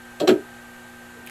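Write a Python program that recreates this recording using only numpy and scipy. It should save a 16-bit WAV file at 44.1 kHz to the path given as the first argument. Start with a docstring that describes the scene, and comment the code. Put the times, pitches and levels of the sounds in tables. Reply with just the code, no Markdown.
"""Mains hum, a thin motor whine and soft hiss sound throughout in a quiet basement.
At 0.2 s the camera body is bumped close by: a light knock, then a heavier one 70 ms later.
In each, the close modes of the hollow body beat in a thud, under a short clatter and the ring
of the casing; the room reverberates briefly. From about 1.2 s a hand shifts on a hand gripper
with soft rubs, and the gripper ticks and snaps faintly."""
import sys
import numpy as np
from scipy import signal
from scipy.fft import irfft
from scipy.io import wavfile

SR = 44100
rng = np.random.default_rng(int(sys.argv[2]) if len(sys.argv) > 2 else 0)


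def waveform_to_disk(signal):
    """Save audio, clipped to [-1, 1], as 16-bit WAV at the path in sys.argv[1]."""
    frames = np.transpose(np.atleast_2d(signal))
    scaled = np.clip(frames, -1, 1) * 32767
    samples = np.round(scaled).astype(np.int16)
    wavfile.write(sys.argv[1], SR, samples)


N = 57330
TIME = np.arange(N) / SR
FREQS = np.maximum(np.arange(N // 2 + 1) * SR / N, 1)


def from_db(db):
    """Amplitude ratio of a level in decibels."""
    return 10 ** (np.asarray(db) / 20)


def at_hz(points, hz):
    """Interpolation of a table along log frequency."""
    frequencies, values = np.transpose(points)
    return np.interp(np.log(hz), np.log(frequencies), values)


def noise(gain):
    """Random-phase noise of unit rms with the given amplitude spectrum."""
    x = irfft(gain * np.exp(2j * np.pi * rng.random(len(FREQS))), N)
    return x / np.sqrt(np.mean(x ** 2) + 1e-20)


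def band_noise(hz, octaves):
    """Noise in a Gaussian band whose width is a standard deviation in octaves."""
    return noise(np.exp(-0.5 * (np.log2(FREQS / hz) / octaves) ** 2))


def since(onset):
    """Time elapsed after an onset, zero before it."""
    return np.maximum(TIME - onset, 0)


def struck(onset, rise, t60):
    """Envelope of a damped vibration: exponential rise and decay."""
    age = since(onset)
    return (1 - np.exp(-age / rise)) * from_db(-60 * age / t60)


def swell(onset, peak_s, t60):
    """Gamma envelope: a gradual rise to 1, then a decay that tends to 60 dB per t60."""
    age = since(onset) / peak_s
    return (age * np.exp(1 - age)) ** (peak_s * np.log(1000) / t60)


def ripple_db():
    """Spectral ripple: random narrow peaks and dips, fading out below about 1100 Hz."""
    knots_hz = np.arange(600) * 45
    ripple = 3.5 * np.interp(FREQS, knots_hz, rng.standard_normal(len(knots_hz)))
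    return ripple * FREQS / (FREQS + 1100)


# Light and heavy knock: (time [s], level [dB], stretch of the modes' time scale [ratio])
IMPACTS = [(0.2005, 0, 0.72), (0.2718, -0.5, 1)]
# Modes of the hollow camera body: (frequency [Hz], relative level in the light knock [dB],
# in the heavy knock [dB], unstretched time to peak [s], unstretched t60 [s])
BODY_MODES = [(134.8, -38.5, -32, 0.025, 0.13), (170.6, -33.5, -34.5, 0.033, 0.042),
              (211.3, -44, -19.5, 0.037, 0.043), (239.8, -33, -17.5, 0.04, 0.038),
              (299.9, -31, -19, 0.037, 0.12), (317, -19.5, -16.5, 0.0564, 0.011),
              (366.2, -26, -8.5, 0.024, 0.13), (391.6, -34, -20, 0.042, 0.1),
              (422.7, -22, -18, 0.037, 0.137), (529.7, -34, -24, 0.015, 0.085),
              (582.6, -21, -28.5, 0.028, 0.12), (620.2, -24, -28, 0.046, 0.031),
              (653, -26.5, -30.5, 0.029, 0.15), (727.7, -27.5, -25.5, 0.023, 0.08),
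              (771, -56, -26, 0.015, 0.094), (942, -37.5, -35.5, 0.035, 0.039)]


def thuds():
    """Modal superposition: the hollow body's close modes, alternating in sign, swell and beat."""
    out = np.zeros(N)
    for knock, (onset, db, stretch) in enumerate(IMPACTS):
        for k, (hz, *mode_db, peak_s, t60) in enumerate(BODY_MODES):
            envelope = from_db(db + mode_db[knock]) * swell(onset, peak_s * stretch, t60 * stretch)
            out += (-1) ** k * envelope * np.sin(2 * np.pi * hz * since(onset))
    return out


# Dull bumps within the knocks: (time [s], level [dB], centre frequency [Hz], t60 [s])
SOFT_CONTACTS = [(0.211, -16.5, 426, 0.047), (0.2345, -15, 530, 0.053), (0.274, -32, 614, 0.13),
                 (0.304, -28, 262, 0.22), (0.333, -24, 396, 0.11), (0.317, -35, 101, 0.14)]


def bumps():
    """Soft impact: a yielding contact excites mainly low frequencies, a dull, unpitched burst."""
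    return sum(from_db(db) * band_noise(hz, octaves=0.35) * struck(onset, rise=0.0016, t60=t60)
               for onset, db, hz, t60 in SOFT_CONTACTS)


# Contacts of hard parts: (time [s], level [dB], t60 [s], relative gain of the low shelf [dB])
HARD_CONTACTS = [(0.1991, -30, 0.043, -7.5), (0.2012, -29, 0.088, -19), (0.215, -36, 0.12, 3),
                 (0.245, -53, 0.021, -17), (0.2736, -24.5, 0.047, 2), (0.2774, -17.5, 0.059, -9),
                 (0.2894, -15.5, 0.093, 3), (0.3062, -28.5, 0.038, -8)]
# Spectrum of the clatter: (frequency [Hz], relative spectral level [dB])
CLATTER_SPECTRUM = [(90, -48), (250, 5), (800, 6.5), (1000, -8.5), (1400, 6), (1900, -3), (2500, -3),
                    (3200, -1), (3700, -5.5), (4200, 1), (4500, -11), (5600, -15), (6100, -17),
                    (7800, -11.5), (8400, -24), (10000, -25.5), (10700, -19), (14000, -24), (16000, -37)]
SHELF_HZ = 2650


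def clatter():
    """Modal overlap: each hard contact excites resonances so crowded that they merge into noise."""
    colour_db = at_hz(CLATTER_SPECTRUM, FREQS) + 0.21 * ripple_db()
    low_shelf = 1 / (1 + (FREQS / SHELF_HZ) ** 10)
    out = np.zeros(N)
    for onset, db, t60, shelf_db in HARD_CONTACTS:
        burst = noise(from_db(colour_db + shelf_db * low_shelf))
        out += from_db(db) * burst * struck(onset, rise=0.00042, t60=t60)
    return out


# Modes of the camera's casing: (frequency [Hz], relative level in the light knock [dB],
# in the heavy knock [dB], unstretched t60 [s])
CASING_MODES = [(1129, -32, -30.5, 0.15), (1283, -38, -28.5, 0.2), (1430, -61, -27, 0.065),
                (1620, -45, -34, 0.23), (2144, -64, -25.5, 0.073), (2627, -28, -36, 0.057),
                (2863, -32, -33, 0.045), (3153, -47, -22.5, 0.076), (3268, -25, -47, 0.044),
                (3570, -53, -39, 0.043), (4015, -57, -21, 0.055), (4138, -44, -26, 0.062),
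                (4350, -35, -29.5, 0.042), (4820, -41, -42, 0.06), (5620, -53, -26.5, 0.06),
                (5730, -33, -30, 0.039), (7270, -33, -48, 0.035), (7730, -32, -31, 0.027)]
CLACK_DELAY_S, REBOUND_S, REBOUND_DB = 0.0019, 0.0149, -10


def clacks():
    """Damped free vibration: the casing rings at each knock and again, weaker, on the rebound."""
    out = np.zeros(N)
    for knock, (onset, db, stretch) in enumerate(IMPACTS):
        for delay, strike_db in ((CLACK_DELAY_S, 0), (CLACK_DELAY_S + REBOUND_S, REBOUND_DB)):
            for hz, *mode_db, t60 in CASING_MODES:
                envelope = struck(onset + delay, rise=0.0016, t60=t60 * stretch)
                mode = np.sin(2 * np.pi * (hz * TIME + rng.random()))
                out += from_db(db + strike_db + mode_db[knock]) * envelope * mode
    return out


# Dry ticks of the gripper: (time [s], level [dB], centre frequency [Hz], width [octaves], t60 [s])
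GRIPPER_TICKS = [(1.2648, -24, 12300, 0.16, 0.0032), (1.2730, -29.5, 9050, 0.61, .005),
                 (1.2972, -31, 8040, 1, 0.0053)]


def ticks():
    """Impulsive excitation: tiny, abrupt contacts give a few milliseconds of treble noise."""
    return sum(from_db(db) * band_noise(hz, width) * struck(onset, rise=0.00012, t60=t60)
               for onset, db, hz, width, t60 in GRIPPER_TICKS)


# Snaps of the shifting handle: (time [s], level [dB], frequency [Hz])
HANDLE_SNAPS = [(1.2736, -20, 2500), (1.2775, -25, 2900), (1.2885, -26, 2400), (1.2972, -20.5, 2000)]


def snaps():
    """Damped oscillation: each snap is a single mode that dies within a few cycles."""
    out = np.zeros(N)
    for onset, db, hz in HANDLE_SNAPS:
        envelope = struck(onset, rise=0.00029, t60=0.0033)
        out += from_db(db) * envelope * np.sin(2 * np.pi * hz * since(onset))
    return out


# Rubs of the hand: (peak time [s], half-length [s], level [dB], centre frequency [Hz], width [octaves])
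HAND_RUBS = [(1.175, 0.038, -52, 454, 0.17), (1.233, 0.075, -54.5, 256, 0.57),
             (1.284, 0.026, -48, 2250, 0.55), (1.288, 0.018, -58, 10000, .5)]


def rubs():
    """Sliding friction: the shifting hand makes bands of noise that swell and fade."""
    return sum(from_db(db) * band_noise(hz, width) * np.exp(-((TIME - peak) / half_length) ** 2)
               for peak, half_length, db, hz, width in HAND_RUBS)


# Reverberation time of the basement: (frequency [Hz], t60 [s])
BASEMENT_DECAY = [(300, 0.16), (1500, 0.17), (4000, 0.12), (14000, 0.21)]


def basement(x):
    """Reverberation: dense reflections build up and die away, each octave at its own rate."""
    response = np.zeros(N)
    for hz in 125 * 2.0 ** np.arange(8):
        envelope = struck(0, rise=0.0085, t60=at_hz(BASEMENT_DECAY, hz))
        response += np.sqrt(hz) * band_noise(hz, octaves=0.46) * envelope
    return signal.fftconvolve(x, response / np.sqrt(np.sum(response ** 2)))[:N]


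# Partials of the mains hum and motor whine: (frequency [Hz], rms level [dB])
HUM_PARTIALS = [(86.2, -66), (119, -61), (174.4, -65), (239.8, -49.5), (299.6, -68.5), (359.8, -57),
                (473, -66), (523.5, -62.5), (1570.4, -49), (8985, -78), (10180, -69.5), (10778, -74.5),
                (11379, -70), (11978, -74.5)]
WAVER_DEPTH, WAVER_HZ = 0.043, 7.2


def hum_and_whine():
    """Periodic vibration: mains and motor give steady tones with slight random amplitude modulation."""
    out = np.zeros(N)
    for hz, db in HUM_PARTIALS:
        waver = 1 + WAVER_DEPTH * band_noise(WAVER_HZ, octaves=0.26)
        out += np.sqrt(2) * from_db(db) * waver * np.sin(2 * np.pi * (hz * TIME + rng.random()))
    return out


# Noise floor of room and camera: (frequency [Hz], relative spectral level [dB])
HISS_SPECTRUM = [(25, 0), (110, 1), (200, -10), (400, -3.5), (630, -0.5), (740, 4), (860, 4.5), (920, 0.5),
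                 (1150, -1.5), (1280, 4.5), (1360, -3), (1480, 4.5), (1650, -2), (1800, 4), (2000, -2.5),
                 (2500, -5.5), (4000, -10.5), (5300, -15), (6600, -14), (7600, -10.5), (9000, -16),
                 (13000, -18), (15000, -26.5), (16000, -43)]
HISS_RMS_DB = -47


def hiss():
    """Stationary noise: a soft floor with a finely rippled spectrum."""
    return from_db(HISS_RMS_DB) * noise(from_db(at_hz(HISS_SPECTRUM, FREQS) + ripple_db()))


def scene():
    """Superposition: the knocks and their reverberation add to the handling and the background."""
    thud, rattle, ring = thuds() + bumps(), clatter(), clacks()
    room = basement(from_db(-7.5) * thud + from_db(-10) * rattle + from_db(-9.5) * ring)
    low_cut = signal.butter(2, 98, "high", fs=SR, output="sos")  # the knocks carry no deep bass
    knocks = signal.sosfilt(low_cut, thud + rattle + ring + room)
    handling = ticks() + snaps() + rubs()
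    background = hiss() + hum_and_whine()
    return (knocks + handling + background)[None]


def record(dry, stopband_hz=16365):
    """Band limiting: a steep low-pass filter removes the highest treble."""
    low_pass = signal.cheby2(16, 60, stopband_hz, fs=SR, output="sos")
    return signal.sosfilt(low_pass, dry)


dry = scene()
out = record(dry)
waveform_to_disk(out)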